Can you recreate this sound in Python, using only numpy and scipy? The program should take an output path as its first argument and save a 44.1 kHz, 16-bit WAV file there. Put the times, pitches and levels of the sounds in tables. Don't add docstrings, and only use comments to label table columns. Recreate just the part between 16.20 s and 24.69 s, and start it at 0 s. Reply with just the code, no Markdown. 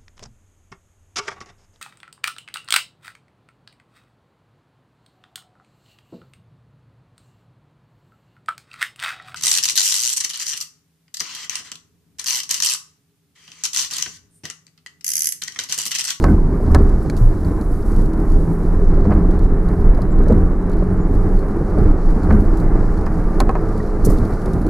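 import sys
import numpy as np
from scipy import signal
from scipy.fft import rfft, irfft, next_fast_len
from scipy.io import wavfile
from scipy.ndimage import uniform_filter1d

SR = 44100
rng = np.random.default_rng(int(sys.argv[2]) if len(sys.argv) > 2 else 0)


def wav_record(signal):
    frames = np.transpose(np.atleast_2d(signal))
    bounded = np.clip(frames, -1, 1)
    quanta = np.round(bounded * 32767).astype(np.int16)
    wavfile.write(sys.argv[1], SR, quanta)


def amplitude_ratio(level_db):
    exponent = np.asarray(level_db, float) / 20
    return 10 ** exponent


N = 374409


def unit(x):
    return x / np.sqrt(np.mean(x ** 2) + 1e-20)


def in_time(rows):
    s, *columns = np.transpose(rows)
    return [np.interp(np.arange(N) / SR, s, c) for c in columns]


def at_hz(points, hz):
    point_hz, level_db = np.transpose(points)
    return np.interp(np.log(hz), np.log(point_hz), level_db)


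def fine(coarse):
    return np.interp(np.arange(N) / 40, np.arange(len(coarse)), coarse)


def drift(rate):
    r = np.exp(-80 * np.pi * rate / SR)
    slow = signal.lfilter([1], [1, -2 * r, r * r], rng.standard_normal(N // 40 + 2002))
    return fine(unit(slow[2000:]))


def ring(drive, hz, t60):
    r, w = amplitude_ratio(-60 / (t60 * SR)), 2 * np.pi * hz / SR
    return signal.lfilter([0, np.sin(w)], [1, -2 * r * np.cos(w), r * r], drive + 1e-18)


# frequency in Hz, side against mid in dB.
WIDTH = [(30, -19.5), (200, -28.5), (380, -19.5), (700, -16), (1290, -13.5), (2380, -11.5), (4400, -7.5),
         (8120, -5), (15000, 2)]


def coloured(spectrum, even_s):
    length = next_fast_len(N)
    hz = np.maximum(np.fft.rfftfreq(length, 1 / SR), 1)
    colour = amplitude_ratio(at_hz(spectrum, hz)) * np.array([np.ones(len(hz)), amplitude_ratio(at_hz(WIDTH, hz))])
    pair = irfft(rfft(rng.standard_normal((2, length))) * colour, length)[:, :N]
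    size = int(even_s * SR)
    power = uniform_filter1d(uniform_filter1d(pair[0] ** 2, size), size)
    return pair / np.sqrt(power + 1e-20)


def bursts(noise, times, peaks_db, swells, t60s):
    envelope = np.zeros(N)
    for s, db, swell, t60 in zip(times, peaks_db, swells, t60s):
        at = round(s * SR)
        age = np.arange(min(round(t60 * SR), N - at)) / SR
        envelope[at:at + len(age)] += amplitude_ratio(db - 60 * age / t60) * np.minimum(age / swell, 1)
    return noise * envelope


def swells(times, peaks_db, lengths):
    fade_db, rise_share = 20, 0.44
    times, peaks_db, lengths = [np.reshape(column, (-1, 1)) for column in (times, peaks_db, lengths)]
    late = np.arange(0, N + 40, 40) / SR - times
    share = np.where(late < 0, rise_share, 1 - rise_share)
    return amplitude_ratio(2 * (peaks_db - fade_db / 2 * np.abs(late) / (share * lengths)))


def centred(x, side_db):
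    reflection = np.roll(x, round(0.005 * SR)) - np.roll(x, round(0.0018 * SR))
    return np.array([x, amplitude_ratio(side_db) * reflection])


# frequency in Hz, level in dB per Hz.
RUSTLE = [(1500, -90), (2600, -15), (3300, -12), (3750, -10.5), (4000, -5.5), (4300, -1), (5600, -4),
          (8300, -5.5), (9800, -2.5), (10600, -1), (11300, -3.5), (12500, -8), (15700, -12.5)]
# time in seconds, level in dB, brightness in dB.
ASTIR = [(0, -56, -1), (.2, -64.5, 2), (.58, -60.5, -2), (.9, -61.5, 3), (1.62, -64, 8.5), (1.78, -62, 6.5),
         (1.94, -66.5, 0), (2.12, -60.5, 3.5), (2.75, -64.5, 0), (4.36, -65.5, 1), (4.85, -64.5, -1.5),
         (4.98, -63, 3.5), (5.12, -62.5, -1.5), (5.6, -62.5, -1.5), (6.42, -60, -2.5), (7.79, -61, -1),
         (7.89, -55, -5), (8.48, -64, 4)]
# frequency in Hz, level in dB.
VENTS = [(3990, -75), (8420, -86), (9220, -83), (10600, -81), (13400, -88)]


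def rustle():
    low_db, bright_db = in_time(ASTIR)
    hiss = coloured(RUSTLE, even_s=0.13)
    contacts = (rng.random((5, N)) < 70 / SR) * rng.exponential(.5, (5, N))
    shared, *own = signal.lfilter([1], [1, -np.exp(-1 / (.004 * SR))], contacts)
    above = [signal.sosfiltfilt(signal.butter(2, hz, "high", fs=SR, output="sos"), hiss)
             for hz in (2000, 4900, 6500, 9200)]
    bands = []
    for patch, wide, rest in zip(own, above, above[1:] + [0]):
        waver_db = 1.1 * drift(8.6) + 1.8 * drift(2.8)
        bands.append((1 + patch) * amplitude_ratio(waver_db) * (wide - rest))
    low = amplitude_ratio(low_db - 2.0) * unit(bands[0] + bands[1])
    bright = amplitude_ratio(low_db + bright_db - 2.0) * unit(bands[2] + bands[3])
    vents = sum(amplitude_ratio(db) * unit(ring(hiss, hz, 0.009)) * amplitude_ratio(3 * drift(2.8)) for hz, db in VENTS)
    return (1 + .3 * shared) * (low + bright) + vents


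# time in seconds, firing rate in Hz.
FIRING = [(0, 39.5), (1.8, 39.6), (3.05, 44.6), (3.55, 43.2), (4.0, 45.5), (4.25, 44.2), (4.55, 45.5),
          (4.95, 46), (5.25, 49.2), (5.9, 53.7), (6.2, 54.8), (6.55, 54.4), (6.72, 53.7), (7.1, 53.8),
          (7.4, 55.3), (7.68, 52.3), (7.95, 53), (8.3, 54.4)]
# time in seconds, load in dB, strain in dB per multiple (below zero it dulls the upper
LOAD = [(0, 5.5, 0), (.8, -4.5, 0), (1.6, -8.5, 0), (1.9, -1, 0), (2.6, 0.5, 0), (3.1, -3.5, -0.5),
        (3.6, -1, 0), (4.1, -3, 0), (4.4, -2, -.5), (5, 0, -.5), (5.2, -2.5, 0), (5.5, -1.5, 0),
        (6, -10.5, 0), (6.5, -3.5, -2), (7.15, -2, -2), (7.4, 0, 0), (8, -2.5, -.5), (8.49, -5.5, -1)]
HARMONICS_DB = [-40, -32, -41, -36, -47, -38, -42, -40, -42, -43, -54, -52, -57, -55, -58, -60, -66, -66,
                -66, -68, -66, -57, -65, -57]
# frequency in Hz, width in Hz, lift in dB.
PANELS = [(183, 32, 10), (335, 50, 6), (420, 60, 8), (1185, 60, 13)]
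# multiple of the firing rate, level in dB.
GEARS = [(24, -62), (26, -59), (45, -80)]


def engine():
    (rate,), (load_db, strain_db) = in_time(FIRING), in_time(LOAD)
    turn, out = 2 * np.pi * np.cumsum(rate) / SR, np.zeros(N)
    for k, level_db in enumerate(HARMONICS_DB, 1):
        lift_db = sum(db / (1 + (2 * (k * rate - hz) / width) ** 2) for hz, width, db in PANELS)
        throttle_db = load_db + strain_db * np.clip(k - 5, -1, 4)
        waver_db = 3 * drift(5)
        slip = min(.35 + .03 * k, .6) * drift(3.5) + rng.uniform(0, 6)
        out += amplitude_ratio(level_db + lift_db + throttle_db + waver_db) * np.sin(k * turn + slip)
    for k, level_db in GEARS:
        out += amplitude_ratio(level_db + 5 * drift(3)) * np.sin(k * turn + 1.6 * drift(6))
    return centred(np.sqrt(2) * out, side_db=-26.0)


# middle in seconds, peak in dB, length in seconds, pitch in Hz.
SQUEAKS = [
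    (3.923, -56, 0.026, 7460),
    (4.114, -60, .02, 7590),
    (4.779, -61, 0.028, 7200),
    (4.821, -61, 0.062, 7010),
    (5.982, -68, .03, 14900),
]


def squeaks():
    out, sag_hz_per_s = np.zeros(N), 2700
    for s, db, length, hz in SQUEAKS:
        late = np.arange(-round(length * SR), round(length * SR)) / SR
        turn = 2 * np.pi * (hz * late - sag_hz_per_s * late ** 2 / 2)
        at = round((s - length) * SR)
        out[at:at + len(late)] += amplitude_ratio(db - 75 * (late / length) ** 2) * np.sqrt(2) * np.sin(turn)
    return centred(out, side_db=-9)


# start in seconds, peak in dB, swell in seconds, t60 in seconds.
JINGLES = [
    (.075, -47, 0.023, .2),
    (.512, -38, 0.0067, 0.049),
    (.972, -50, 0.0037, 0.59),
    (5.905, -58, .005, .2),
    (6.03, -58, .01, .15),
    (6.372, -54, .005, .4),
    (7.845, -25.5, 0.007, 0.086),
    (7.893, -41.5, 0.0077, 0.22),
]
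# frequency in Hz, level in dB, t60 in seconds.
KEYS = [(7000, -15, 0.019), (10000, -10, .02), (11400, -1, .015), (11900, -4, .02), (12150, 2, .012),
        (12600, -21, .02)]


def keys():
    bright = signal.butter(3, [5000, 13500], "band", fs=SR, output="sos")
    grains = rng.standard_normal((2, N)) * amplitude_ratio(2.0 * drift(150.0))
    contacts = unit(signal.sosfilt(bright, grains))
    last = bursts(contacts, *np.transpose(JINGLES[-1:]))
    rings = sum(amplitude_ratio(level_db - 26) * ring(last, hz, t60) for hz, level_db, t60 in KEYS)
    toss = bursts(contacts, *np.transpose(JINGLES[-2:-1]))
    rings += sum(amplitude_ratio(-27) * ring(toss, hz, .008) for hz in (11300, 12500))
    mid, side = bursts(contacts, *np.transpose(JINGLES))
    return np.array([mid, amplitude_ratio(-6) * side - .15 * mid]) + rings * amplitude_ratio([[0], [2.5]])


# start in seconds, peak in dB, ring in Hz.
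TICKS = [(.0248, -27, 4750), (.0408, -27, 4280), (.0415, -34, 5700), (0.5478, -17, 4280),
         (0.8989, -25, 4900), (.9737, -30, 4030), (.9657, -25, 6950), (1.247, -34, 4960),
         (1.4108, -28.5, 4530), (1.8574, -32, 4500), (2.118, -34, 6830), (3.191, -33, 4570),
         (3.486, -34, 4500), (3.7465, -33, 4860), (3.8173, -28, 5030), (3.9856, -35, 4785),
         (4.082, -28.5, 6400), (4.5311, -33.5, 4500), (5.19, -34, 4590), (5.584, -34, 4780),
         (6.0322, -34, 4506), (6.104, -37, 5400), (6.124, -36, 4000), (4.5161, -36, 4300),
         (1.2326, -36, 3970), (7.9738, -33, 4040), (8.1235, -37, 4610), (6.3997, -31, 4660),
         (6.8606, -33, 5340), (7.202, -13, 4270), (8.0513, -29.5, 4640), (8.1359, -33, 9640),
         (8.4156, -34, 10080), (8.4644, -28.5, 4560)]
# start in seconds, peak in dB, ring in Hz.
FLECKS = [(0.4594, -46, 4020), (0.5846, -43, 4150), (1.9759, -48, 4200), (2.1, -43, 6680),
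          (2.7771, -54, 3800), (2.807, -48, 4220), (2.9367, -42, 4180), (3.908, -47, 3890),
          (4.0372, -42, 3990), (4.4244, -47, 3820), (4.5675, -45, 4070), (4.6394, -48, 4150),
          (4.7057, -47, 4500), (4.9494, -47, 4130), (5.0895, -49, 4046), (5.2834, -46, 4070),
          (5.3143, -47, 4000), (5.6296, -44, 3990), (5.6494, -48, 3950), (5.8566, -47, 3937),
          (6.773, -41, 4720), (7.3089, -43, 3890)]
# start in seconds, peak in dB.
LATCH = [(.6933, -31), (1.7616, -31), (1.8171, -34), (1.933, -32), (3.109, -31), (3.7752, -35),
         (4.124, -31), (4.496, -32), (5.903, -33), (6.203, -32), (6.3707, -28.5), (6.8108, -33),
         (3.241, -35), (5.712, -35), (7.577, -31.5), (7.9844, -28), (8.2163, -34), (8.2577, -26.5),
         (8.333, -28.5)]


def ticks():
    noise = signal.lfilter([.45], [1, -.65], coloured(RUSTLE, even_s=0.0046))
    out, age = np.zeros((2, N)), np.arange(round(.05 * SR)) / SR
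    envelope = (amplitude_ratio(-60 * age / 0.012) + amplitude_ratio(-5 - 60 * age / 0.05)) * np.minimum(age / 0.0016, 1)
    flecks = [(s, db + 6.5, hz) for s, db, hz in FLECKS]
    latch = [(s, db, 3900) for s, db in LATCH]
    for s, db, hz in TICKS + flecks + latch:
        at = round(s * SR)
        puff = noise[:, at:at + len(age)]
        puff = puff * envelope[:puff.shape[1]]
        rung = .08 * ring(puff, hz, .005)
        out[:, at:at + puff.shape[1]] += amplitude_ratio(db - 9.5) * (1.27 * puff + rung)
    return np.array([out[0], 0.72 * out[1] - 0.13 * out[0]])


# start in seconds, peak in dB, ring in Hz.
KNOCKS = [(0.401, -23, 620), (0.85, -27, 501), (2.199, -24, 452), (2.776, -16, 560), (2.853, -14, 510),
          (2.896, -20, 730), (2.913, -20, 452), (2.926, -21, 480), (3.18, -22, 478), (3.789, -15, 620),
          (3.994, -18, 455), (4.069, -19, 600), (4.12, -12, 506), (4.199, -25, 493), (4.624, -15, 580),
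          (4.711, -23, 643), (5.235, -21, 538), (5.489, -23, 618), (5.55, -20, 616), (5.574, -16, 560),
          (5.589, -19, 465.5), (5.712, -28, 746), (5.758, -20, 506), (5.969, -28, 485), (6.088, -19, 546),
          (6.423, -20, 655), (6.627, -26, 597.6), (7.554, -15, 448), (7.903, -19, 608)]


def knocks():
    out, age = np.zeros(N + SR), np.arange(round(.06 * SR)) / SR
    t60_s, overtones = 0.04, [(1, -1.5), (1.87, -8.5), (2.9, -23)]
    for s, db, hz in KNOCKS:
        at = round(s * SR)
        knock = sum(amplitude_ratio(db + level_db - 60 * age * ratio / t60_s) * np.sin(2 * np.pi * ratio * hz * age)
                    for ratio, level_db in overtones)
        out[at:at + len(age)] += knock * np.minimum(age / 0.001, 1)
    return centred(out[:N], side_db=-22)


# start in seconds,
# peak in dB, crack minus body in dB.
CLACKS = [(0.0407, -5.5, -17), (0.547, -4.5, -13), (0.899, -34, 5.5), (2.908, -19, -25),
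          (2.924, -13.5, -32), (6.105, -18, -27), (6.126, -19, -28), (6.866, -13, -27),
          (7.203, -4.5, -10.5), (7.293, -7, -28), (7.3535, -10, -33)]
# frequency in Hz, level in dB, t60 in seconds.
TRIM = [(383, -3, .05), (560, 1, 0.048), (710, -5.5, .05), (810, 0, 0.034), (975, -2, 0.042),
        (1071, 0, 0.039), (1297, -3.5, .04), (1543, -9.5, .045), (1702, -7.5, 0.03), (1850, -14, 0.016),
        (2100, -10.5, .02), (2470, -12.5, 0.016)]
# seconds after the slap, level in dB.
REBOUNDS = [(.0035, -5), (.0075, -4), (.0115, -6), (.016, -12)]
# frequency in Hz, level in dB per Hz.
CRACK = [(500, -26), (1500, 7.5), (2470, -2), (3000, -20), (4250, -1), (5860, -6.5), (11900, -17),
         (15800, -34)]
# frequency in Hz, level in dB, t60 in seconds.
EDGE = [(2310, 3, 0.02), (2780, -0.5, 0.0078), (3230, -10, 0.012), (3700, -15, 0.0084), (4240, -1.5, 0.02),
        (5060, -8, 0.0083), (6950, -4, 0.013)]


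def clacks():
    s, db, crack_db = np.transpose(CLACKS)
    slap = np.round(s * SR).astype(int)
    first = np.zeros(N)
    first[slap] = amplitude_ratio(db)
    rattle = rng.standard_normal(N) * (rng.random(N) < 900 / SR)
    contacts = bursts(rattle, s, db - 20.0, 0 * s + .001, 0 * s + 0.082)
    for (late_s, loss_db), chance in zip(REBOUNDS, rng.standard_normal((len(REBOUNDS), len(s)))):
        again = s + late_s * (1 + .06 * chance)
        contacts[np.round(again * SR).astype(int)] -= amplitude_ratio(db + loss_db)
    contacts = first + signal.lfilter([.2], [1, -.8], contacts)
    out = np.zeros(N)
    for k, (hz, level_db, t60) in enumerate(TRIM):
        out += amplitude_ratio(level_db - 13.0) * (-1) ** (k // 3) * ring(contacts, hz, t60)
    crack = bursts(coloured(CRACK, even_s=0.0029), s, db + crack_db + 0.5, 0 * s + 0.000057, 0 * s + 0.014)
    first[slap] = amplitude_ratio(db + crack_db)
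    for k, (hz, level_db, t60) in enumerate(EDGE):
        out += amplitude_ratio(level_db - 9.0) * (-1) ** k * ring(first, hz, t60)
    return centred(out, side_db=-21) + crack * amplitude_ratio([[0], [-5]])


# start in seconds, peak in dB,
# ring in Hz, t60 in seconds.
THUDS = [(0.077, -18, 316, 0.3), (0.11, -4, 203, 0.12), (0.25, -4.5, 152, 0.061), (0.48, -3, 65, 0.13),
         (1.0109, -6.5, 111.5, 0.34), (5.6206, -21, 65, 0.28), (6.1, -8.5, 69, 0.53),
         (4.1695, -18, 76.7, 0.37), (7.88, -7, 94.3, 0.15), (2.132, -9, 141, 0.09), (2.88, -9.5, 207, 0.27),
         (3.999, -12.5, 228, 0.14), (4.097, -8.5, 460, 0.063), (4.104, -9, 516, 0.056),
         (2.9, -10.5, 93, 0.28), (4.1171, -4, 212, 0.16), (4.851, -17, 170, 0.26), (5.3, -18, 214, 0.14),
         (6.106, -5, 204, 0.12), (6.129, -3, 210, 0.19), (5.7, -9, 280, 0.068), (7.862, -5, 171, 0.072),
         (7.87, -3, 427, 0.038), (0.062, -30, 1550, 0.09), (0.082, -25, 1530, 0.054),
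         (.083, -31, 2100, 0.037), (.101, -28, 1520, 0.064), (0.18, -22, 1000, .03),
         (0.068, -26, 1000, .04), (5.546, -27, 1200, .04), (.499, -23, 1120, .04), (.552, -19.5, 1690, .06),
         (6.104, -27, 1530, 0.064), (6.136, -27.5, 1520, .07), (7.98, -11.5, 235, .12), (4.68, -14, 95, .4),
         (.86, -14, 150, .15), (.9, -17, 280, .15), (7.355, -16, 600, .05), (8.12, -17, 110, 0.14),
         (2.62, -14, 396, .08), (7.295, -12, 450, .06), (5.6, -33, 1300, 0.046), (3.045, -24, 1150, 0.025),
         (4.108, -13.5, 640, 0.054), (7.6, -28, 1900, 0.037), (2.70, -10.5, 170, 0.21),
         (5.575, -26, 720, 0.11), (8.26, -16.5, 380, 0.29), (5.36, -18.5, 340, 0.24),
         (6.9, -14, 79.8, 0.17), (1.27, -14, 185, 0.19)]


def thuds():
    out = np.zeros(N)
    for s, db, hz, t60 in THUDS:
        at = round(s * SR)
        age = np.arange(min(round(t60 * SR), N - at)) / SR
        rise = (1 - np.exp(-age * min(hz, 250) * 3.6)) ** 2
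        out[at:at + len(age)] += amplitude_ratio(db - 60 * age / t60) * rise * np.sin(2 * np.pi * hz * age)
    return centred(out, side_db=-26.5)


# peak time in seconds, chassis in dB, length in seconds,
# floor pan minus chassis in dB.
BUMPS = [(0.088, -7.5, 0.16, -5), (0.538, -10, 0.43, -5.5), (0.878, -19.5, 0.39, -2),
         (1.274, -19.5, 0.97, -5.5), (1.795, -16.5, 0.22, -3), (2.145, -19, 1, -3.5),
         (2.956, -13.5, 0.47, -4.5), (3.246, -17.5, 0.72, -2), (3.668, -14.5, 0.47, -7),
         (4.119, -11.5, 0.37, -3.5), (4.627, -21.5, 1, -1.5), (5.013, -19.5, 0.47, -4),
         (5.191, -26, 0.12, 3), (5.418, -20.5, 0.14, 2.5), (5.605, -12, .2, -2.5), (5.74, -22, 0.2, -1),
         (5.912, -22, 0.35, 3.5), (6.144, -12.5, 0.37, -3.5), (6.451, -17, 1, -3.5), (7.13, -25.5, 1, 2),
         (7.89, -14, 0.13, 0), (8.028, -18, 0.13, -0.5), (8.455, -20.5, 0.62, 1)]
# start in seconds, peak in dB, swell in seconds,
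# t60 in seconds.
JOLTS = [(.06, -25, 0.028, 0.092), (2.853, -46, 0.0024, 0.04), (2.9, -23, 0.019, 0.09),
         (5.57, -29.5, 0.018, 0.089), (4.1, -45, 0.017, 0.12), (6.099, -21, 0.013, 0.085),
         (7.86, -36, 0.064, 0.31)]
# frequency in Hz, level in dB per Hz.
CHASSIS = [(20, -96), (32, -0.5), (40, 5), (58, -4.5), (71, -0.5), (85, -4), (125, -11.5), (160, -79)]
FLOOR_PAN = [(74, -49), (125, -5), (183, 1), (248, -8.5), (313, -2.5), (357, -9.5), (400, -6), (520, -20),
             (750, -94)]
FIREWALL = [(310, -8), (520, -0.5), (796, -1.5), (899, -5), (1220, -6.5), (1520, -11.5), (1840, -17),
            (2270, -25), (2450, -31), (3200, -41), (4500, -100)]


def body():
    s, peak_db, length, pan_db = np.transpose(BUMPS)
    power, (rate,) = swells(s, peak_db, length), in_time(FIRING)
    rolling_power = amplitude_ratio(2 * -26)
    chassis = np.sqrt(fine(power.sum(axis=0)) + rolling_power)
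    pan = np.sqrt(fine(amplitude_ratio(2 * pan_db) @ power) + rolling_power)
    drone = np.hypot(amplitude_ratio(-35.5 + 0.2749 * (rate - 46.0)), amplitude_ratio(-22.5) * chassis)
    bump_db = 1.67 * drift(13.4)
    flutter_db = .5 * bump_db + .7 * drift(14.0)
    firing, throb = np.cumsum(rate) / SR, 0.23
    pan = pan * (1 + throb * np.cos(2 * np.pi * firing) + throb * 0.63 * np.cos(np.pi * firing + drift(2.4)))
    wall = coloured(FIREWALL, even_s=.04)
    tilt = signal.lfilter([1, -.7], [1], wall)
    jolts = bursts(unit(tilt * amplitude_ratio(4.1 * drift(70.0))), *np.transpose(JOLTS))
    return (chassis * amplitude_ratio(-0.63 + bump_db) * coloured(CHASSIS, even_s=0.053)
            + pan * amplitude_ratio(-2.5 + bump_db) * coloured(FLOOR_PAN, even_s=0.054)
            + drone * amplitude_ratio(flutter_db) * wall
            + jolts)


# peak time in seconds, peak in dB, length in seconds, ring in Hz.
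RUTS = [(.06, -22.5, 0.09, 28.5), (0.227, -11.5, 0.12, 28.94), (0.524, -15.5, 0.17, 30.25),
        (0.654, -9.5, .2, 30.23), (1.049, -7, 0.11, 28), (1.5, -17, 0.21, 25.7), (1.777, -12, 0.21, 28.6),
        (2.141, -8.5, 0.12, 28), (2.495, -19, 0.24, 26.3), (2.687, -11, 0.43, 26.65),
        (3.086, -12, 0.067, 30.5), (3.257, -12.5, 0.44, 28.92), (3.685, -7, 0.13, 25.57),
        (3.99, -11, 0.25, 26.7), (4.248, -16, 0.35, 27.17), (4.549, -20, 0.71, 28),
        (4.995, -15, 0.52, 26.2), (5.149, -10.5, 0.089, 28), (5.685, -9.5, 0.22, 28),
        (5.888, -9, 0.12, 27.14), (6.142, -14, 0.21, 25.84), (6.28, -11.5, 0.13, 28.6),
        (6.439, -18.5, 0.14, 28.53), (6.571, -13.5, 0.52, 27.42), (7.067, -17.5, 0.49, 29.43),
        (7.287, -16, 0.46, 30.56), (7.883, -12.5, 0.31, 28), (8.277, -30, 0.24, 27.6)]
# frequency in Hz, level in dB per Hz.
HEAVE = [(7, -10), (12, 30.5), (20, 9.5), (45, 15.5), (60, -45), (110, -120)]


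def boom():
    s, peak_db, length, ring_hz = np.transpose(RUTS)
    idle_hz, idle = 28, amplitude_ratio(2 * -26.5)
    power = swells(s, peak_db, length)
    total = power.sum(axis=0) + idle
    hz = fine((ring_hz @ power + idle_hz * idle) / total)
    level = fine(np.sqrt(total))
    swing = np.sqrt(2) * np.sin(2 * np.pi * np.cumsum(hz) / SR + .5 * drift(7.1))
    heave = level * amplitude_ratio(-6) * coloured(HEAVE, even_s=0.14)
    return centred(level * amplitude_ratio(1.6) * swing, side_db=-28.0) + heave


def scene():
    vehicle = engine() + boom() + body() + rustle()
    mid, side = vehicle + thuds() + knocks() + clacks() + ticks() + keys() + squeaks()
    bass = signal.sosfiltfilt(signal.butter(1, 500, fs=SR, output="sos"), mid)
    side = side - (amplitude_ratio(.5) - 1) * 0.34 * bass - 0.029 * mid
    return np.array([mid + side, mid - side])


def roll_off(x):
    return signal.sosfilt(signal.butter(12, 16290, fs=SR, output="sos"), x)


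def record(dry):
    knee = 14.0
    held = dry / (1 + np.abs(dry) ** knee) ** (1 / knee)
    cut = signal.sosfilt(signal.cheby2(24, 40, 15850, fs=SR, output="sos"), held)
    return roll_off(cut)


dry = scene()
out = record(dry)
wav_record(out)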